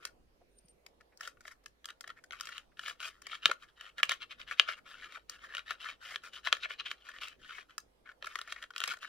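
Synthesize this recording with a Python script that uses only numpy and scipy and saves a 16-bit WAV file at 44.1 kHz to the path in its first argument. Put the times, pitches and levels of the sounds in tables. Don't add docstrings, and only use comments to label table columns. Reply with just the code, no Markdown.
import sys
import numpy as np
from scipy import signal
from scipy.fft import rfft, irfft
from scipy.io import wavfile
from scipy.ndimage import uniform_filter1d

SR = 44100
rng = np.random.default_rng(int(sys.argv[2]) if len(sys.argv) > 2 else 0)


def store_wav(level_fs):
    pcm = np.round(np.clip(np.atleast_2d(level_fs), -1, 1) * 32767)
    wavfile.write(sys.argv[1], SR, pcm.T.astype(np.int16))


def boost(x):
    u = np.asarray(x, float) / 20
    return 10 ** u


N = 400428


def evened(x):
    return x / np.sqrt(np.mean(x ** 2) + 1e-20)


def read_spectrum(points, hz):
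    f, value = np.transpose(points)
    return np.interp(np.log(hz + 1), np.log(f + 1), value)


def wander(samples):
    width = max(int(samples), 2)
    smooth = uniform_filter1d(rng.standard_normal(N), width)
    return evened(uniform_filter1d(smooth, width))


# pitch_hz, level_db (per Hz)
AIR_COLOUR = [(25, -3.5), (64, -8.5), (190, -10.5), (520, -6.5), (850, -14.5), (1400, -20.5), (2500, -23),
              (5300, -28.5), (7000, -33), (13000, -34.5), (16000, -45)]
# pitch_hz, likeness (-1 to 1)
AIR_LIKENESS = [(40, 1), (100, -0.017), (300, 0.56), (1000, -0.31), (15000, 0.098)]


def air():
    hiss_db, hum_hz, hum_db = -70.5, 52, -76.5
    frames, hz = N // 512 + 5, np.fft.rfftfreq(2048, 1 / SR)
    a, b, c, d = rng.standard_normal((frames, 1025, 4)).T
    same = np.clip(read_spectrum(AIR_LIKENESS, hz), -1, 1)[:, None]
    left = a + 1j * b
    right = same * left + np.sqrt(1 - same ** 2) * (c + 1j * d)
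    bins = np.array([left, right]) * boost(read_spectrum(AIR_COLOUR, hz))[:, None]
    patches = uniform_filter1d(rng.standard_normal((frames, 1025)).T, 30, 0)
    patches = uniform_filter1d(patches, 8, 1)
    bins *= boost(2.2 * evened(patches))
    noise = signal.istft(bins, nperseg=2048, noverlap=1536)[1][:, :N]
    hiss = boost(hiss_db) * evened(noise)
    hum_level = boost(hum_db + 3.0 * wander(4000))
    hum_turns = np.cumsum(hum_hz + 3.5 * wander(5000)) / SR
    hum = hum_level * np.sin(2 * np.pi * hum_turns)
    return (hiss + hum) * boost([[-1.1], [1.1]])


# start_s, end_s, boom_start_db, boom_end_db, ring_above_boom_db
STROKES = [(0.006, 0.084, -62.5, -45, -9), (1.204, 1.303, -52.5, -46, -6.5),
           (1.423, 1.496, -74.5, -42, -8.5), (1.515, 1.537, -46.5, -63, -13),
           (1.878, 1.911, -59, -41.5, -11), (2.06, 2.124, -64, -53, -8), (2.174, 2.197, -47, -64, -18),
           (2.329, 2.384, -47.5, -57, -7), (2.383, 2.62, -53.5, -48.5, -4.5),
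           (2.776, 2.917, -61.5, -34, -4), (3.009, 3.098, -43.5, -40, -1.5), (3.114, 3.23, -65, -73, -10),
           (3.224, 3.367, -70.5, -34.5, -1.5), (3.431, 3.552, -44, -55.5, 0),
           (3.591, 3.652, -64.5, -46, -8.5), (3.68, 3.7, -71, -54.5, -1.5), (3.769, 3.908, -59, -48, -5),
           (3.986, 4.02, -39, -60, -4.5), (4.087, 4.143, -46.5, -32, 0.5), (4.218, 4.262, -42.5, -72, 4.5),
           (4.304, 4.333, -48, -46, 0), (4.398, 4.443, -43.5, -60, -2.5), (4.476, 4.544, -50, -37.5, -3),
           (4.58, 4.685, -46.5, -64, -1), (4.681, 4.752, -35.5, -50.5, -0.5), (4.775, 4.798, -46, -57, -15),
           (4.858, 4.957, -53.5, -48, -5.5), (4.926, 5.088, -60.5, -47.5, -3),
           (5.067, 5.184, -64, -44.5, -3), (5.296, 5.377, -55, -55, -5), (5.38, 5.473, -65.5, -42.5, -8.5),
           (5.489, 5.606, -54, -35.5, -6.5), (5.662, 5.736, -51, -33, -5), (5.803, 5.931, -45, -41.5, -3.5),
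           (6.016, 6.167, -49, -40.5, -4.5), (6.238, 6.299, -44.5, -54.5, -5),
           (6.337, 6.415, -41.5, -65, -1.5), (6.449, 6.496, -39.5, -40.5, -1.5),
           (6.52, 6.608, -49.5, -60, -8), (6.607, 6.657, -57, -39.5, 6), (6.697, 6.747, -45, -47.5, 2),
           (6.794, 6.813, -46, -47, 6), (6.858, 6.897, -42.5, -55, 3), (6.899, 6.923, -49, -34.5, -5),
           (6.943, 7.074, -75.5, -65, -1), (7.049, 7.133, -51.5, -53.5, -2.5),
           (7.138, 7.209, -51.5, -59, -6.5), (7.217, 7.367, -38, -70.5, -1), (7.397, 7.625, -60, -44, -5),
           (7.695, 7.762, -52.5, -76, -7.5), (8.056, 8.12, -61.5, -51, -12.5),
           (8.228, 8.323, -50, -64, 0.5), (8.247, 8.496, -49.5, -57.5, -8.5), (8.445, 8.532, -73.5, -38, 1),
           (8.557, 8.628, -52.5, -53.5, -12), (8.623, 8.667, -41, -66.5, -9),
           (8.746, 8.874, -59, -38, -4.5), (8.877, 8.945, -39.5, -40.5, -3), (9.02, 9.106, -43, -67.5, 0.5)]
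# time_s, fizz_above_boom_db
STROKE_FIZZ = [(.05, -14.5), (1.5, -11), (2.15, -23), (2.4, -15.5), (3.05, -10.5), (3.299, -16),
               (3.501, -17), (3.85, -18), (4.1, -14.5), (4.4, -18.5), (5.0, -16.5), (5.3, -13), (5.6, -22),
               (6.269, -12.5), (6.8, -16.5), (7.5, -15.5), (8.1, -22.5), (8.5, -13.5), (8.6, -19),
               (8.8, -13.5), (9.05, -13)]
SKID_DB = [
    [-18.5],
    [-36.5],
    [-12],
]


def stroke_gain():
    rise_db, fall_db, land_db_per_s, lift_db_per_s = 3.5, 18.5, 1403.5, 600
    skid_t60_s, rest_db = 0.038, -21.5
    t, out = np.arange(N) / SR, np.zeros((3, N))
    for start, end, start_db, end_db, ring_db in STROKES:
        near = slice(max(round((start - .06) * SR), 0), round((end + .1) * SR))
        u = np.clip((t[near] - start) / (end - start), 0, 1)
        arch_db = np.where(u < .5, rise_db, fall_db) * (2 * u - 1) ** 4
        db = start_db + (end_db - start_db) * u - arch_db
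        db -= land_db_per_s * np.maximum(start - t[near], 0)
        db -= lift_db_per_s * np.maximum(t[near] - end, 0)
        fizz_db = np.interp((start + end) / 2, *np.transpose(STROKE_FIZZ))
        levels = boost(db + np.array([[0], [ring_db], [fizz_db]]))
        out[:, near] = np.maximum(out[:, near], levels)
    for s, boom_db, ring_db, fizz_db in SNAPS:
        near = slice(round(s * SR), round(s * SR) + SR // 10)
        peak_db = np.array([[boom_db], [ring_db], [fizz_db]])
        skid = boost(peak_db + SKID_DB - 60 * (t[near] - s) / skid_t60_s)
        out[:, near] = np.maximum(out[:, near], skid)
    rest = uniform_filter1d(uniform_filter1d(out, 2500), 2500, origin=1000)
    return out + boost(rest_db) * rest


def noise_gain(modes):
    hz, db, t60 = np.transpose(modes)
    return np.sqrt(np.sum(boost(2 * db) * t60 * SR / (4 * np.log(1000))))


def scrape():
    slips_per_s = 1700
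    clumps = boost(1.72 * wander(94) + 0.79 * wander(570))
    happens = rng.random(N) < slips_per_s / SR
    slips = happens * boost(4 * np.minimum(rng.exponential(1, N), 3.3))
    slips = evened(slips * rng.choice([-1., 1.], N) * clumps)
    boom, ring, hiss = stroke_gain()

    def touch():
        favour = boost(3.2 * wander(1000))
        return slips * evened(favour * (2 + rng.standard_normal(N)))

    pushes = [boost(-3.5) * boom * touch() / noise_gain(BOOM) for _ in HOLLOW]
    pushes += [boom * touch() / noise_gain(BOOM) for _ in BOOM]
    pushes += [ring * touch() / noise_gain(RING) for _ in RING]
    grains = evened(slips + 4.5 * evened(clumps) * rng.standard_normal(N))
    return np.array(pushes + [hiss * grains])


# pitch_hz, level_db, t60_s
HOLLOW = [(411, -16.5, 0.034), (545, -20.5, 0.029), (653, -15, 0.021)]
# pitch_hz, level_db, t60_s
BOOM = [(1190, 1.5, 0.0081), (1403.4, 5.5, 0.011), (1767, 5, 0.01), (2158, -0.5, 0.0099)]
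# pitch_hz, level_db, t60_s
RING = [(2432, 7, 0.013), (2735, 7, 0.012), (3045, 5.5, 0.014), (3754, 4.5, 0.013), (4185, -6.5, 0.014),
        (4786, -6.5, 0.012), (5650, -16.5, 0.012), (3150, 13.5, 0.0047)]
# pitch_hz, left_above_right_db
LEFT = [(450, 5.5), (1300, 3), (3000, 4), (6000, -7)]


def shell(modes, pushes, edge_hz, spread):
    rise_cycles = 0.47
    out, side = np.zeros((2, N)), np.array([[1], [-1]])
    for (hz, db, t60), push in zip(modes, pushes):
        drifting_hz = hz * (1 + .025 * wander(2500))
        turn = np.exp(2j * np.pi * np.cumsum(drifting_hz) / SR)
        decay = boost(-60 / (t60 * SR))
        soft = np.exp(-hz / (rise_cycles * SR))
        swing = turn * signal.lfilter([1 - soft], np.convolve([1, -decay], [1, -soft]), push / turn)
        level = boost(db + read_spectrum(LEFT, hz) / 2 * side)
        phase = np.exp(1j * spread * side * wander(4400))
        out += level * (swing * phase).imag
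    radiates = signal.butter(5, [edge_hz, 7000], "band", fs=SR, output="sos")
    return signal.sosfilt(radiates, out)


# pitch_hz, level_db (per Hz)
FIZZ_COLOUR = [(1800, -40.5), (4600, -3.5), (6600, -7), (9000, -12), (11500, -19.5), (13300, -16.5),
               (15600, -23), (16400, -41)]


def fizz(push):
    t, out = np.arange(512) / SR, np.zeros((2, N))
    colour = boost(read_spectrum(FIZZ_COLOUR, np.fft.rfftfreq(1024, 1 / SR)))
    envelope = boost(-60 * t / .008) * np.minimum(t / .0013, 1)
    shares = np.array([boost(7.0 * wander(1500)) for _ in range(5)])
    for share in shares / np.linalg.norm(shares, axis=0):
        bins = rfft(rng.standard_normal((2, 512)) * envelope, 1024)
        unevenness = np.sqrt(uniform_filter1d(abs(bins) ** 2, size=8))
        puff = irfft(bins * colour / unevenness)
        puff = puff[0] + np.array([[1.1], [-1.1]]) * puff[1]
        puff *= boost([[.3], [-.3]]) / np.linalg.norm(puff, axis=1, keepdims=True)
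        out += signal.oaconvolve((share * push)[None], puff, axes=1)[:, :N]
    return out


# pitch_hz, t60_s
WALLS = [(500, 0.22), (2000, 0.14), (6000, 0.15), (14000, 0.13)]


def room(x):
    taps = np.zeros((2, SR // 2))
    at = np.arange(60, SR // 2 - 20, 20) + rng.integers(0, 20, (2, (SR // 2 - 61) // 20))
    np.put_along_axis(taps, at, rng.choice([-1., 1.], at.shape), 1)
    hz, t, bins = signal.stft(taps, SR, nperseg=128)
    decay = boost(-60 * t / read_spectrum(WALLS, hz)[:, None])
    tail = signal.istft(bins * decay, SR, nperseg=128)[1]
    return signal.fftconvolve(x, tail / np.linalg.norm(tail[0]), axes=1)[:, :N]


# start_s, boom_db, ring_db, fizz_db
SNAPS = [(0.052, -31, -27.5, -35.5), (0.5856, -85, -78, -65.5), (.683, -70, -64, -63.5),
         (0.863, -45, -46.5, -56.5), (1.004, -49.5, -68, -71.5), (1.173, -71, -74.5, -61.5),
         (1.2082, -38.5, -47.5, -52), (1.232, -41, -44.5, -56), (1.2748, -36, -39.5, -46.5),
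         (1.37, -59.5, -66.5, -89), (1.407, -54.5, -66, -63.5), (1.452, -41.5, -48.5, -84),
         (1.479, -42.5, -47.5, -60), (1.637, -60, -63.5, -70), (1.6595, -39, -39.5, -51),
         (1.844, -42, -39, -60), (1.856, -38.5, -33.5, -44.5), (1.8876, -40.5, -40, -57),
         (1.903, -37.5, -36, -55), (2.008, -39, -39, -48.5), (2.0403, -40, -45, -64),
         (2.0755, -37, -38.5, -51), (2.0926, -39, -42.5, -66), (2.101, -35.5, -39, -61),
         (2.2389, -48, -48, -56), (2.3081, -33, -34, -59), (2.322, -38, -40, -60),
         (2.3296, -38.5, -47.5, -57), (2.399, -43, -39, -52), (2.409, -32, -29, -38.5),
         (2.452, -42.5, -54.5, -55), (2.4715, -36, -31.5, -51), (2.488, -37.5, -49, -57),
         (2.5803, -35.5, -29, -56), (2.7713, -51.5, -49.5, -75), (2.7933, -32, -31, -54.5),
         (2.8613, -33, -27, -69), (2.88, -34.5, -38, -48.5), (3.003, -36.5, -29.5, -54),
         (3.029, -40.5, -37, -64), (3.218, -46, -51, -53), (3.2678, -32, -32.5, -49),
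         (3.3283, -32.5, -38.5, -72), (3.4569, -13, -2, -31), (3.497, -27.5, -28.5, -63),
         (3.5129, -20, -24.5, -43), (3.8102, -38, -35, -55.5), (3.9818, -31.5, -32, -60),
         (3.999, -34, -42, -64), (4.03, -13.5, -13.5, -40), (4.032, -59, -6.5, -30),
         (4.0937, -19.5, -12.5, -35.5), (4.1159, -21.5, -31, -41.5), (4.415, -63, -28, -79),
         (4.511, -27, -50.5, -57), (4.597, -12.5, -1.5, -38.5), (4.6866, -23.5, -27, -63),
         (4.9122, -42, -43, -79), (4.95, -46, -47, -72.5), (5.0444, -42.5, -42, -78),
         (5.1227, -44.5, -46, -59.5), (5.1548, -39.5, -43.5, -69), (5.296, -42.5, -41, -40),
         (5.5496, -29.5, -24, -47), (5.5691, -39, -26.5, -57), (5.581, -36.5, -34, -57),
         (5.593, -48, -27.5, -67), (5.707, -23.5, -24.5, -43), (6.159, -29.5, -20, -47),
         (6.4721, -18, -19.5, -58), (6.527, -11.5, -2, -38.5), (6.551, -36, -30.5, -62),
         (6.568, -35.5, -35, -61), (6.646, -31, -33.5, -68), (6.654, -31.5, -41.5, -70),
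         (6.7046, -33.5, -43.5, -79), (6.81, -34.5, -36, -70), (6.8616, -41.5, -50.5, -77),
         (6.914, -27.5, -21.5, -49.5), (7.0873, -40.5, -49, -58), (7.186, -43.5, -35, -74),
         (7.217, -30, -28, -53), (7.2343, -50, -24.5, -73), (7.2835, -55, -35, -50),
         (7.492, -40.5, -46, -81), (7.5057, -43.5, -48, -72), (7.5815, -35.5, -49.5, -71),
         (7.628, -53, -50.5, -75), (7.707, -48.5, -48.5, -70), (7.78, -36, -38.5, -44.5),
         (8.0578, -45.5, -57.5, -84), (8.091, -43.5, -56.5, -84), (8.116, -47.5, -54.5, -81),
         (8.2253, -32, -30, -65), (8.2436, -32.5, -35.5, -60.5), (8.258, -41, -40, -55),
         (8.267, -36, -54, -56), (8.356, -24.5, -24, -40.5), (8.388, -30, -31.5, -48),
         (8.4144, -30, -27, -49.5), (8.475, -40, -55, -63), (8.5231, -28, -28, -41),
         (8.5612, -41, -46.5, -69), (8.6258, -42.5, -33.5, -57), (8.6393, -39, -30.5, -61),
         (8.7048, -41, -48, -66), (8.7368, -48, -42.5, -87), (8.762, -31.5, -25, -50),
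         (8.7803, -44, -26, -40), (8.8032, -29, -24, -41.5), (8.816, -30, -27, -56),
         (8.8385, -24, -14, -34.5), (8.8446, -32, -33, -58), (8.8576, -43.5, -38, -52),
         (8.876, -28.5, -31.5, -38.5), (8.92, -30, -28.5, -58), (8.9356, -34, -42, -52),
         (8.969, -45, -46.5, -60), (8.987, -54.5, -52, -69), (9.0284, -37, -36.5, -60),
         (9.0465, -36.5, -44, -66)]


def snaps():
    s, boom_db, ring_db, fizz_db = np.transpose(SNAPS)
    judder_ms = 3.8 - 0.3 * (ring_db - boom_db) - 0.07 * (ring_db + 35)
    judder_ms = np.clip(judder_ms, 1, 12)
    after, sign = rng.random((len(s), 2, 7)).transpose(1, 0, 2)
    after = after * (np.arange(7) > 0)
    at_s = s[:, None] + after * judder_ms[:, None] / 1000
    at = np.clip(np.round(at_s * SR).astype(int), 0, N - 1)
    size = boost(-9 * after) * np.sign(sign - .5) * np.clip(judder_ms[:, None] / 6, 0, 1.2)
    size[:, 0] = np.clip(3.0 / judder_ms, 0, 1)
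    spot_db = 2.3 * rng.standard_normal((len(s), len(HOLLOW + BOOM + RING) + 1))
    level_db = [boom_db - 5.5] * len(HOLLOW + BOOM) + [ring_db - 17.5] * len(RING) + [fizz_db + 21.0]
    pushes = []
    for db, spot in zip(level_db, spot_db.T):
        slips = size * boost(db + spot)[:, None]
        pushes.append(np.bincount(at.ravel(), slips.ravel(), N))
    return np.array(pushes)


# start_s, level_db, pitch_hz
BUMPS = [(.41, -59.5, 530), (0.643, -66, 190), (2.716, -71, 1740), (3.452, -51, 185), (3.49, -40.5, 560),
         (8.872, -50.5, 620), (8.89, -61, 190), (5.17, -61.5, 700), (1.12, -69, 1800)]


def bumps():
    out, t = np.zeros(N), np.arange(4000) / SR
    swell = np.e * t / .006 * np.exp(-t / .006)
    for s, db, hz in BUMPS:
        band = signal.butter(2, [hz / 1.37, 1.26 * hz], "band", fs=SR, output="sos")
        puff = evened(signal.sosfilt(band, rng.standard_normal(4000)))
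        out[round(s * SR):][:4000] += boost(db) * swell * puff
    return out


# time_s, pitch_hz, level_db
SQUEAK = [(0.489, 9100, -100), (0.589, 8960, -66), (0.628, 9200, -100), (0.658, 9200, -70.5),
          (0.712, 8780, -74), (.74, 8800, -100)]


def squeak():
    s, hz, db = np.transpose(SQUEAK)
    t = np.arange(N) / SR
    turns = np.cumsum(np.interp(t, s, hz) + 70 * wander(60)) / SR
    level = boost(np.interp(t, s, db, -140, -140) + 6.0 * wander(420))
    return np.sqrt(2) * level * np.sin(2 * np.pi * turns)


def scene():
    echo_db = -15
    *pushes, grains = scrape() + snaps()
    tray = shell(HOLLOW, pushes, edge_hz=480, spread=0.8)
    tray += shell(BOOM + RING, pushes[len(HOLLOW):], edge_hz=1216, spread=0.37)
    tray += fizz(grains) + squeak() + bumps()
    return tray + boost(echo_db) * room(tray) + air()


def roll_off(x):
    return signal.sosfilt(signal.butter(12, 16790, fs=SR, output="sos"), x)


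def record(dry):
    mix = np.clip(dry, -1, 1)
    return roll_off(mix)


dry = scene()
out = record(dry)
store_wav(out)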